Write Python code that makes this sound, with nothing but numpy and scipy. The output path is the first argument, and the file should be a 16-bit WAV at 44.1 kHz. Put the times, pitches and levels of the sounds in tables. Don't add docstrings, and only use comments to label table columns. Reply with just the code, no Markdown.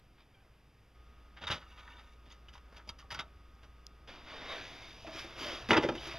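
import sys
import numpy as np
from scipy import signal
from scipy.fft import rfft, irfft, next_fast_len
from scipy.io import wavfile
from scipy.ndimage import uniform_filter1d

SR = 44100
rng = np.random.default_rng(int(sys.argv[2]) if len(sys.argv) > 2 else 0)


def to_wav(sig):
    pcm = np.clip(np.atleast_2d(sig), -1, 1) * 32767
    pcm = np.round(pcm).astype(np.int16)
    wavfile.write(sys.argv[1], SR, pcm.T)


N = 272802

# f/Hz, relative level/dB, t60/s
TRAY_MODES = [(83.4, 9, 0.083), (186, 8.5, 0.024), (313, -4, 0.014), (657, 0.5, 0.037), (992, -1.5, 0.025),
              (1329, 1, 0.15), (1500, 7, 0.027), (1820, 11, 0.004), (2216, 0, 0.0073), (2960, -4.5, 0.1),
              (3300, 3.5, 0.012), (3750, 9, 0.005), (4810, 3, 0.0031), (6800, -22, 0.036)]
# f/Hz, relative level/dB, t60/s
CLOTH_MODES = [(388, -11, 0.073), (697, 15, 0.014), (1060, 16.5, 0.0014), (2280, -19, 0.018),
               (3735, 8, 0.0046), (4950, 4, 0.049)]
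SPOT_DB = 3


def gain_of(db):
    return 10 ** (np.asarray(db) / 20)


def evened(x):
    return x / np.sqrt(np.mean(x ** 2) + 1e-20)


def smoothed_noise(count, width):
    once = uniform_filter1d(rng.standard_normal(count), width)
    return evened(uniform_filter1d(once, width))


def read(points, hz):
    f, value = np.transpose(points)
    return np.interp(np.log(hz + 1), np.log(f + 1), value)


def add(mix, s, sound):
    part = mix[round(s * SR):][:len(sound)]
    part += sound[:len(part)]


def coloured(x, points):
    size = next_fast_len(len(x) + 512)
    gain = gain_of(read(points, np.fft.rfftfreq(size, 1 / SR)))
    return irfft(rfft(x, size) * gain, size)[:len(x)]


def band(x, lo_hz, hi_hz):
    return signal.sosfilt(signal.butter(3, [lo_hz, hi_hz], "band", fs=SR, output="sos"), x)


def four_bands(x, low_hz):
    edges_hz = [low_hz, 900, 2400, 4200, 18000]
    return np.array([band(x, lo, hi) for lo, hi in zip(edges_hz, edges_hz[1:])])


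def body(modes, direct_db, spot_db=0.):
    t = np.arange(4096) / SR
    spot = spot_db * rng.standard_normal(len(modes))
    ring = np.zeros(len(t))
    for shift_db, (hz, db, t60) in zip(spot, modes):
        decay = gain_of(db + shift_db - 60 * t / t60)
        ring += decay * np.sin(2 * np.pi * hz * t) / np.sqrt(t60)
    ring = ring / np.linalg.norm(ring)
    ring[0] = gain_of(direct_db)
    return ring


def slips(count, spread_db, share):
    sign, chance = rng.standard_normal(count), rng.random(count)
    size = np.minimum(rng.exponential(1, count), 4)
    return sign * (chance < share) * gain_of(spread_db * size)


def rub(rows, ring, low_db, upper_db, spread_db, share, flutter_db):
    upper_follows = 0.46
    s, *columns = np.transpose(rows)
    t = np.arange(s[0], s[-1], 1 / SR)
    level_db, bright_db = (np.interp(t, s, c) for c in columns)
    flutter = gain_of(flutter_db * smoothed_noise(len(t), 300))
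    drive = slips(len(t), spread_db, share) * flutter
    rung = signal.oaconvolve(drive, ring)[:len(t)]
    low, mid, upper, high = (evened(b) for b in four_bands(rung, low_hz=236))
    upper = gain_of(upper_db + upper_follows * bright_db) * upper
    return s[0], gain_of(level_db) * (mid + gain_of(low_db) * low + upper + gain_of(bright_db) * high)


def background():
    # start/s, air/dB, hum/dB, octave/dB, fan whine/dB, growth of hum and octave/(dB/s)
    places = [(0, -68.5, -65.5, -67.5, -81.5, -0.5), (0.946, -66, -55, -71.5, -69.5, 0),
              (4.075, -61, -64, -65.5, -100, 6)]
    # f/Hz, relative density/dB
    air_spectrum = [(30, 21.5), (100, 12), (250, 10), (600, 4.5), (1300, -0.5), (2500, -0.5), (5000, -9.5),
                    (9000, -11)]
    # f/Hz, relative level/dB
    fan_tones = [(1244, 0), (1120, -7), (1378, -10), (1500, -12), (1615, -13), (2775, -15), (3470, -13)]
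    t = np.arange(N) / SR
    start, air_db, hum_db, octave_db, whine_db, growth_db = np.transpose(places)
    place = np.searchsorted(start, t, "right") - 1
    air = coloured(rng.standard_normal(N), air_spectrum)
    air = air / np.std(band(air, 500, 4000))
    waver, swell = (evened(band(rng.standard_normal(N), 10.0, 23.4)) for _ in range(2))
    hum_turns = np.cumsum(57 + 4.5 * waver) / SR
    hum = np.sqrt(2) * np.sin(2 * np.pi * hum_turns) * gain_of(2.2 * swell)
    octave = evened(band(rng.standard_normal(N), 89.3, 137.0))
    whine = np.zeros(N)
    for hz, db in fan_tones:
        drift = np.cumsum(rng.standard_normal(N)) * 0.015
        whine += gain_of(db) * np.sqrt(2) * np.sin(2 * np.pi * hz * t + drift)
    whine *= gain_of(1.6 * evened(band(rng.standard_normal(N), 12.0, 31)))
    levels = gain_of(np.array([air_db, hum_db, octave_db, whine_db]))[:, place]
    levels[1:3] *= gain_of(growth_db[place] * (t - start[place]))
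    return (levels * [air, hum, octave, whine]).sum(0)


def cloth_shift():
    # t/s, pressure level/dB, brightness/dB
    pressure = [(.155, -83, -10), (.18, -66, -15), (.215, -67, -4), (.25, -78, -8)]
    ring = body(CLOTH_MODES, 6.9)
    return rub(pressure, ring, low_db=-22.0, upper_db=5.5, spread_db=4.5, share=1.0, flutter_db=3.0)


def creak():
    # t/s, slip rate/Hz, level/dB, number of the strongest partial
    joint = [(.333, 810, -80, 4), (.347, 812, -63, 4), (.36, 790, -74, 2.5), (.385, 770, -70, 2),
             (.41, 820, -67, 2.4), (.425, 740, -71, 1.4), (.46, 650, -73, 1), (.495, 570, -82, 1)]
    fall_db = 5
    s, *columns = np.transpose(joint)
    t = np.arange(s[0], s[-1], 1 / SR)
    hz, level_db, top = (np.interp(t, s, c) for c in columns)
    jitter = .25 * uniform_filter1d(rng.standard_normal(len(t)), 200)
    turns = np.cumsum(hz * (1 + jitter)) / SR
    catch = evened(uniform_filter1d(rng.standard_normal(len(t)), 500))
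    level_db = level_db + 2.5 * catch
    sound = np.zeros(len(t))
    for k in range(1, 5):
        sound += gain_of(level_db - fall_db * abs(k - top)) * np.cos(2 * np.pi * k * turns)
    return s[0], sound


def room(x):
    # f/Hz, t60/s
    decay = [(250, 0.2), (700, 0.23), (1800, 0.056), (5000, 0.044)]
    taps = np.zeros(SR // 2)
    at = np.arange(150, len(taps) - 20, 20)
    taps[at + rng.integers(0, 20, len(at))] = rng.choice([-1., 1.], len(at))
    hz, t, z = signal.stft(taps, SR, nperseg=256)
    fade = gain_of(-60 * t / read(decay, hz)[:, None])
    tail = signal.istft(z * fade, SR, nperseg=256)[1]
    return signal.fftconvolve(x, tail / np.linalg.norm(tail))[:N]


def blow(row, ring, low_hz, usual_db, rise_share, first_db, upper_db):
    sharper_when_hard = 0.09
    upper_follows = 0.32
    contact_hz = 10200
    s, peak_db, low_db, bright_db, t60 = row
    t = np.arange(SR // 8) / SR
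    hard = gain_of(sharper_when_hard * (peak_db - usual_db))
    rise = 1 - np.exp(-t * hard / (rise_share * t60))
    drive = slips(len(t), 2.2, 0.16) * gain_of(-60 * t / t60) * rise
    drive[8] += gain_of(first_db) * hard
    drive = signal.lfilter(*signal.butter(1, contact_hz, fs=SR), drive)
    parts = four_bands(signal.oaconvolve(drive, ring), low_hz)
    power = uniform_filter1d(parts ** 2, 200, axis=1).max(1)
    shares_db = np.array([low_db, 0, upper_db + upper_follows * bright_db, bright_db])
    return s - .0005, gain_of(peak_db + shares_db) / np.sqrt(power) @ parts


def tray_knocks(mix):
    # t/s, peak of the middle band/dB, weight of the lows/dB, brightness/dB, rattle t60/s
    hits = [(1.367, -49, -11, -16, 0.14), (1.412, -46.5, 0.5, -7, 0.17), (1.4255, -46.5, -21, -7, 0.13),
            (1.4376, -43.5, -2, -7.5, 0.092), (1.4694, -35.5, -16, -3.5, 0.12),
            (1.4999, -33.5, -3, -17, 0.034), (1.5050, -35, -4, 1, 0.14), (1.517, -37, -11, -2.5, 0.16),
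            (1.555, -45.5, -7, -4, 0.077), (1.6097, -51.5, -14, -20, 0.15), (1.714, -58, -11, -13, 0.098),
            (1.7744, -53.5, -22, -6, 0.14), (1.793, -54.5, -6.5, -6, 0.074), (1.828, -59, -15, -25, 0.08),
            (1.877, -49.5, -26, -26, 0.041), (1.913, -53.5, -24, -21, 0.1), (1.934, -61, -2, -25, 0.24),
            (1.9798, -55, -2.5, -5, 0.18), (2.255, -61.5, 1, -3, 0.18), (2.2975, -58, -7, 3, 0.2),
            (2.3244, -59, -17, 7, 0.024), (2.4835, -57.5, -7, 0, 0.1), (2.5304, -56.5, -7, 3.5, 0.15),
            (2.5538, -52.5, -5.5, -16, 0.041), (2.576, -57.5, -16, -1, 0.047),
            (2.7638, -53.5, -3.5, 3.5, 0.096), (2.7888, -53, -14, -38, 0.096), (2.875, -59.5, 10, 8, 0.051),
            (2.884, -54, -10, 6, 0.095), (2.8907, -44.5, -5, 6, 0.052), (2.986, -56, -7, 6, 0.13),
            (3.0245, -59, -9, -38, 0.048), (3.041, -67.5, 14, -19, 0.041), (3.1052, -42.5, -19, 1.5, 0.093),
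            (3.1168, -42, -3.5, 2.5, 0.083), (3.128, -47, -7, -7, 0.052), (3.143, -49.5, -15, 12, 0.069),
            (3.146, -41.5, -9, -17, 0.077), (3.168, -48, -1, -12, 0.22), (3.191, -36, -9, -1.5, 0.066),
            (3.202, -43.5, -10, -9, 0.048), (3.209, -48, -6, -6, 0.065), (3.63, -58.5, 2, 1.5, 0.11)]
    for row in hits:
        ring = body(TRAY_MODES, 3.2, SPOT_DB)
        add(mix, *blow(row, ring, low_hz=70, usual_db=-52.0, rise_share=0.035, first_db=1.0, upper_db=2.5))


def ringing_note(s, level_db, hz, t60):
    wobble = 0.03
    t = np.arange(SR // 5) / SR
    wander = np.minimum(t / t60 * 10, 1) * smoothed_noise(len(t), 400)
    turns = np.cumsum(hz * (1 + wobble * wander)) / SR
    swell = 1 - np.exp(-t * hz / 0.24)
    return s, gain_of(level_db - 60 * t / t60) * swell * np.sin(2 * np.pi * turns)


def panel_pings(mix):
    # t/s, level before swell and decay/dB, f/Hz, t60/s
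    pings = [(1.437, -34.5, 1430, .04), (1.4703, -27.5, 3790, 0.034), (1.504, -28, 2900, 0.037),
             (1.504, -33, 1550, 0.044), (1.511, -36, 870, .05), (1.515, -28, 3830, 0.057),
             (1.514, -41, 1390, .04), (1.519, -29, 3250, 0.035), (1.513, -50, 100, .12),
             (1.534, -38, 170, 0.11), (1.538, -37, 1450, 0.054), (1.61, -50, 1300, .07),
             (1.665, -49, 1255, 0.061), (1.775, -56, 1360, 0.063), (1.827, -54, 1250, 0.086),
             (1.878, -47, 1850, 0.054), (1.881, -55, 1340, .06), (1.906, -53, 2710, 0.065),
             (1.929, -52, 2832, .07), (1.981, -51, 1270, 0.14), (1.97, -49.5, 3600, .06),
             (1.668, -57, 2870, 0.07), (1.713, -53, 2850, .05), (2.315, -49.5, 3460, 0.044),
             (2.32, -46, 6650, 0.044), (2.485, -45, 2910, 0.04), (2.553, -44, 1000, 0.036),
             (2.892, -37.5, 3140, 0.036), (2.988, -53, 4930, .06), (3.026, -50, 1150, .07),
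             (3.009, -52, 1400, .03), (3.106, -39, 1660, 0.033), (3.117, -36, 904, 0.027),
             (3.148, -34, 1390, .03), (3.191, -40, 732, 0.025), (3.1925, -31.5, 2110, 0.03),
             (3.193, -40, 1140, 0.045), (3.202, -48, 1330, 0.044)]
    for row in pings:
        add(mix, *ringing_note(*row))


def tick(s, peak_db, hz, cycles, edge_db):
    t = np.arange(-300, 300) / SR
    swing = np.exp(-(t * hz / cycles) ** 2) * np.cos(2 * np.pi * hz * t)
    edge = np.convolve(t == 0, [-.5, 1, -.5], "same")
    return s + t[0], gain_of(peak_db) * (swing + gain_of(edge_db) * edge)


def snaps_and_bumps(mix):
    # t/s, swing peak/dB, f/Hz, width/cycles, edge relative to swing/dB
    snaps = [(1.508, -34, 132, 1, -60), (2.8925, -32, 4780, 6, -30), (3.1058, -41, 4900, 3.5, -20),
             (3.5525, -55, 5500, 1.1, 5), (3.8675, -27, 5700, 0.97, 13), (3.8687, -44, 3750, 1.4, -20),
             (5.70785, -3.6, 1800, 0.65, -10), (5.7855, -14, 330, 0.8, -40), (5.851, -22, 520, 1.2, -30)]
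    for row in snaps:
        add(mix, *tick(*row))


def tray_slide():
    # t/s, pressure level/dB, brightness/dB
    pressure = [(1.53, -62, -8), (1.6, -71, 14), (1.68, -62.5, 3.5), (1.8, -61.5, 4), (1.87, -58.5, 1),
                (1.93, -57, -0.5), (2.15, -73, 10.5)]
    # f/Hz, relative level/dB, t60/s
    rail_modes = [(292, -2, .03), (640, -4, 0.036), (985, 3, 0.046), (1274, 2, 0.036), (1500, 2.5, 0.045),
                  (1830, 0, .04), (2280, -3.5, .03), (2850, -1.5, .025), (3540, 4.5, 0.0079),
                  (4760, -13, 0.0068)]
    ring = body(rail_modes, -4.5)
    return rub(pressure, ring, low_db=-10.5, upper_db=-0.5, spread_db=2.5, share=.2, flutter_db=2.0)


def fingers_on_disc():
    # t/s, pressure level/dB, brightness/dB
    pressure = [(2.64, -71, 5), (2.69, -68, -7), (2.76, -60, 2), (2.83, -71, 3)]
    ring = body(TRAY_MODES, 2.6)
    return rub(pressure, ring, low_db=-1.0, upper_db=-4.0, spread_db=2.5, share=0.11, flutter_db=-3.0)


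def bounced(x):
    # t/s, delay/ms, share of the direct sound
    reflection = [(4.07, 1, 0.024), (4.4, 0.56, 0.1), (4.65, 0.47, 0.21), (5.0, 0.51, 0.043),
                  (5.3, 0.094, 0.026), (6.19, 0.43, 0.087)]
    s, ms, share = np.transpose(reflection)
    n = np.arange(N)
    delay = np.interp(n / SR, s, ms) * SR / 1000
    return x + np.interp(n / SR, s, share) * np.interp(n - delay, n, x)


def patchy(x, patchy_db):
    hz, t, z = signal.stft(x, nperseg=512, noverlap=384)
    patches = rng.standard_normal(z.shape)
    patches = evened(uniform_filter1d(uniform_filter1d(patches, 4, 0), 24, 1))
    return signal.istft(z * gain_of(patchy_db * patches), nperseg=512, noverlap=384)[1][:N]


def streaked(x):
    # start/s, end/s, from f/Hz, to f/Hz, width/Hz, gain of the added band/dB
    streaks = [(4.425, 4.594, 3900, 3650, 450, 1), (4.466, 4.553, 990, 1230, 150, 5.5),
               (4.562, 4.803, 1500, 1970, 200, 0.5), (4.62, 5.02, 1980, 2420, 350, -2),
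               (4.7, 5.003, 3530, 3700, 250, -1), (5.362, 5.563, 2940, 3300, 404, -0.5)]
    out = x.copy()
    for start, end, from_hz, to_hz, width_hz, lift_db in streaks:
        part = x[round(start * SR):round(end * SR)]
        glide_hz = np.linspace(from_hz, to_hz, len(part))
        turn = np.exp(2j * np.pi * np.cumsum(glide_hz) / SR)
        r = np.exp(-np.pi * width_hz / SR)
        narrow = 2 * (turn * signal.lfilter([(1 - r) ** 2], [1, -2 * r, r * r], part / turn)).real
        add(out, start, gain_of(lift_db) * np.sqrt(np.hanning(len(part))) * narrow)
    return out


def sleeve_rustle():
    # t/s, pressure level/dB, brightness/dB
    pressure = [(4.075, -55, -1), (4.09, -51, -4.5), (4.24, -58, -5), (4.277, -50, -6), (4.447, -47, -5.5),
                (4.53, -40, -6.5), (4.6, -46.5, -4), (4.77, -54, 2), (4.815, -51.5, 0), (5.04, -61, 6.5),
                (5.12, -54, 1), (5.135, -48.5, 2.5), (5.193, -47.5, 7), (5.27, -51.5, 0),
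                (5.355, -53.5, -1.5), (5.4, -44.5, 5.5), (5.5, -41.5, 0.5), (5.67, -54, 1),
                (5.95, -52.5, -0.5), (6.062, -46, 3.5), (6.186, -47, -4.5)]
    sleeves, ring = np.zeros(N), body(CLOTH_MODES, 6.9)
    add(sleeves, *rub(pressure, ring, low_db=-4.0, upper_db=2.0, spread_db=-0.5, share=0.46, flutter_db=0.53))
    return bounced(streaked(patchy(sleeves, patchy_db=1.3)))


def bottle_clinks(mix):
    # t/s, level before swell and decay/dB, f/Hz, t60/s
    clinks = [(5.047, -37.5, 672, 0.097), (5.062, -52, 314, 0.28), (5.085, -45.5, 633, 0.3),
              (5.151, -40, 345, 0.063), (5.244, -40.5, 345, 0.057), (5.458, -36.5, 618, 0.1),
              (5.463, -44, 339, 0.17), (5.492, -43, 620, 0.12), (5.525, -38, 360, 0.1),
              (5.69, -26, 230, 0.097), (5.69, -27.5, 480, 0.06), (5.708, -20.5, 327, 0.1),
              (5.708, -24, 1716, 0.044), (5.7069, -16, 2910, 0.055), (5.708, -33.5, 111, 0.15),
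              (5.708, -43, 940, 0.069), (5.708, -26, 645, 0.033), (5.722, -20, 442, 0.055),
              (5.731, -25, 934, 0.067), (5.729, -18.5, 1350, 0.07), (5.733, -27, 202, 0.046),
              (5.738, -22, 466, 0.051), (5.744, -28, 817, 0.049), (5.752, -22.5, 471.7, 0.15),
              (5.753, -27, 996, 0.054), (5.763, -20, 310, 0.074), (5.766, -19, 1500, .03),
              (5.776, -26, 470, 0.018), (5.768, -30, 4810, 0.069), (5.767, -23, 2610, 0.046),
              (5.774, -32, 880, 0.057), (5.775, -30, 152, 0.21), (5.795, -22, 320, 0.045),
              (5.838, -23, 375, .04), (5.848, -24.5, 180, 0.063), (5.847, -18, 492, 0.034),
              (5.862, -18, 368, 0.034), (5.87, -31, 490, 0.044), (5.89, -24, 506, 0.054),
              (5.887, -28, 182, 0.08), (5.895, -22, 328, 0.031), (5.904, -27, 460, 0.037),
              (5.914, -35.5, 240, 0.12), (5.949, -28.5, 337, 0.045), (5.98, -38, 3084, 0.066),
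              (6.068, -40.5, 341, 0.14), (6.142, -41.5, 664, 0.39)]
    for row in clinks:
        add(mix, *ringing_note(*row))


def shelf_knocks(mix):
    # t/s, peak of the middle band/dB, weight of the lows/dB, brightness/dB, rattle t60/s
    hits = [(5.0647, -45.5, -1, -6.5, 0.16), (5.154, -59, 8, -3, 0.048), (5.2439, -53, 5.5, 5, 0.048),
            (5.405, -53.5, 13, -5, 0.19), (5.475, -61, 5, -5, 0.092), (5.525, -61, 16, -7, 0.044),
            (5.688, -35.5, -4, -2, 0.062), (5.701, -30.5, 7.5, -2, 0.16), (5.7088, -21.5, -15, -9, 0.025),
            (5.7169, -22, -2, -9, 0.017), (5.7302, -21.5, -18, -10.5, 0.09),
            (5.7432, -25.5, -10, -19, 0.051), (5.758, -32, -14, -13, 0.072),
            (5.7681, -23.5, -2.5, -10, 0.087), (5.7769, -29.5, -16, -8.5, 0.041),
            (5.7957, -42, -11, -7, 0.26), (5.8234, -32, -3, -7.5, 0.14), (5.833, -35, -2, -14, 0.12),
            (5.8616, -38, -1, -32, 0.035), (5.888, -29, -2.5, -10.5, 0.04), (5.897, -57, 11, -22, 0.053),
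            (5.921, -50, -4, -12, 0.075), (5.952, -43.5, -13, 0.5, 0.069), (5.9787, -64, -13, 0, 0.13),
            (6.067, -47.5, -12, 6, 0.19)]
    # f/Hz, relative level/dB, t60/s
    shelf_modes = [(172, -17, 0.036), (237, -2, 0.065), (345, 6.5, 0.16), (422, -17, 0.042),
                   (506, 10, 0.016), (670, 11, 0.01), (926, 8.5, 0.011), (1350, 7, 0.0055),
                   (1740, 2, 0.011), (2080, 2.5, 0.014), (2700, -10, 0.037), (3320, 11, 0.0021),
                   (3680, -2, 0.0068), (4930, -12, .012)]
    for row in hits:
        ring = body(shelf_modes, 0.9, SPOT_DB)
        add(mix, *blow(row, ring, low_hz=154, usual_db=-30.5, rise_share=0.021, first_db=-1.0, upper_db=0.25))


def scene():
    near = np.zeros(N)
    add(near, *creak())
    tray_knocks(near)
    panel_pings(near)
    bottle_clinks(near)
    shelf_knocks(near)
    mono = near + gain_of(-12.5) * room(near) + background() + sleeve_rustle()
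    add(mono, *cloth_shift())
    snaps_and_bumps(mono)
    add(mono, *tray_slide())
    add(mono, *fingers_on_disc())
    return np.array([mono, mono])


def record(dry):
    # f/Hz, gain/dB
    overall_colour = [(60, -3.5), (3800, -3), (5000, -0.5), (6300, -8.5), (7300, -18.5), (7900, -36),
                      (8400, -29), (9600, -19.5), (12000, -21), (13500, -25.5), (15000, -27), (15500, -34)]
    # f/Hz, width/Hz, depth/dB
    narrow_dips = [(4210, 70, -11), (4200, 330, -9), (8800, 200, -16), (12600, 250, -14)]
    # f/Hz, relative density/dB
    hiss_spectrum = [(200, -12), (4000, -52), (7000, -14), (10000, -8.5), (13000, -5.5), (14900, -13),
                     (15300, -61)]
    # f/Hz, level ahead of the dips/dB
    whistles = [(4735, -92), (6592, -102), (7101, -103)]
    hiss_db, edge_hz = -84, 15900
    t, hz = np.arange(N) / SR, np.fft.rfftfreq(N, 1 / SR)
    hiss = gain_of(hiss_db) * evened(coloured(rng.standard_normal(N), hiss_spectrum))
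    hiss += sum(gain_of(db) * np.sqrt(2) * np.sin(2 * np.pi * f * t) for f, db in whistles)
    dips_db = sum(db / (1 + (2 * (hz - f) / width) ** 2) for f, width, db in narrow_dips)
    heard = irfft(rfft(coloured(dry[0], overall_colour) + hiss) * gain_of(dips_db), N)
    pair = np.array([np.roll(heard, 1), heard])
    low_pass = signal.firwin(511, edge_hz, window=("kaiser", 9), fs=SR)
    return signal.oaconvolve(pair, low_pass[None], "same")


dry = scene()
out = record(dry)
to_wav(out)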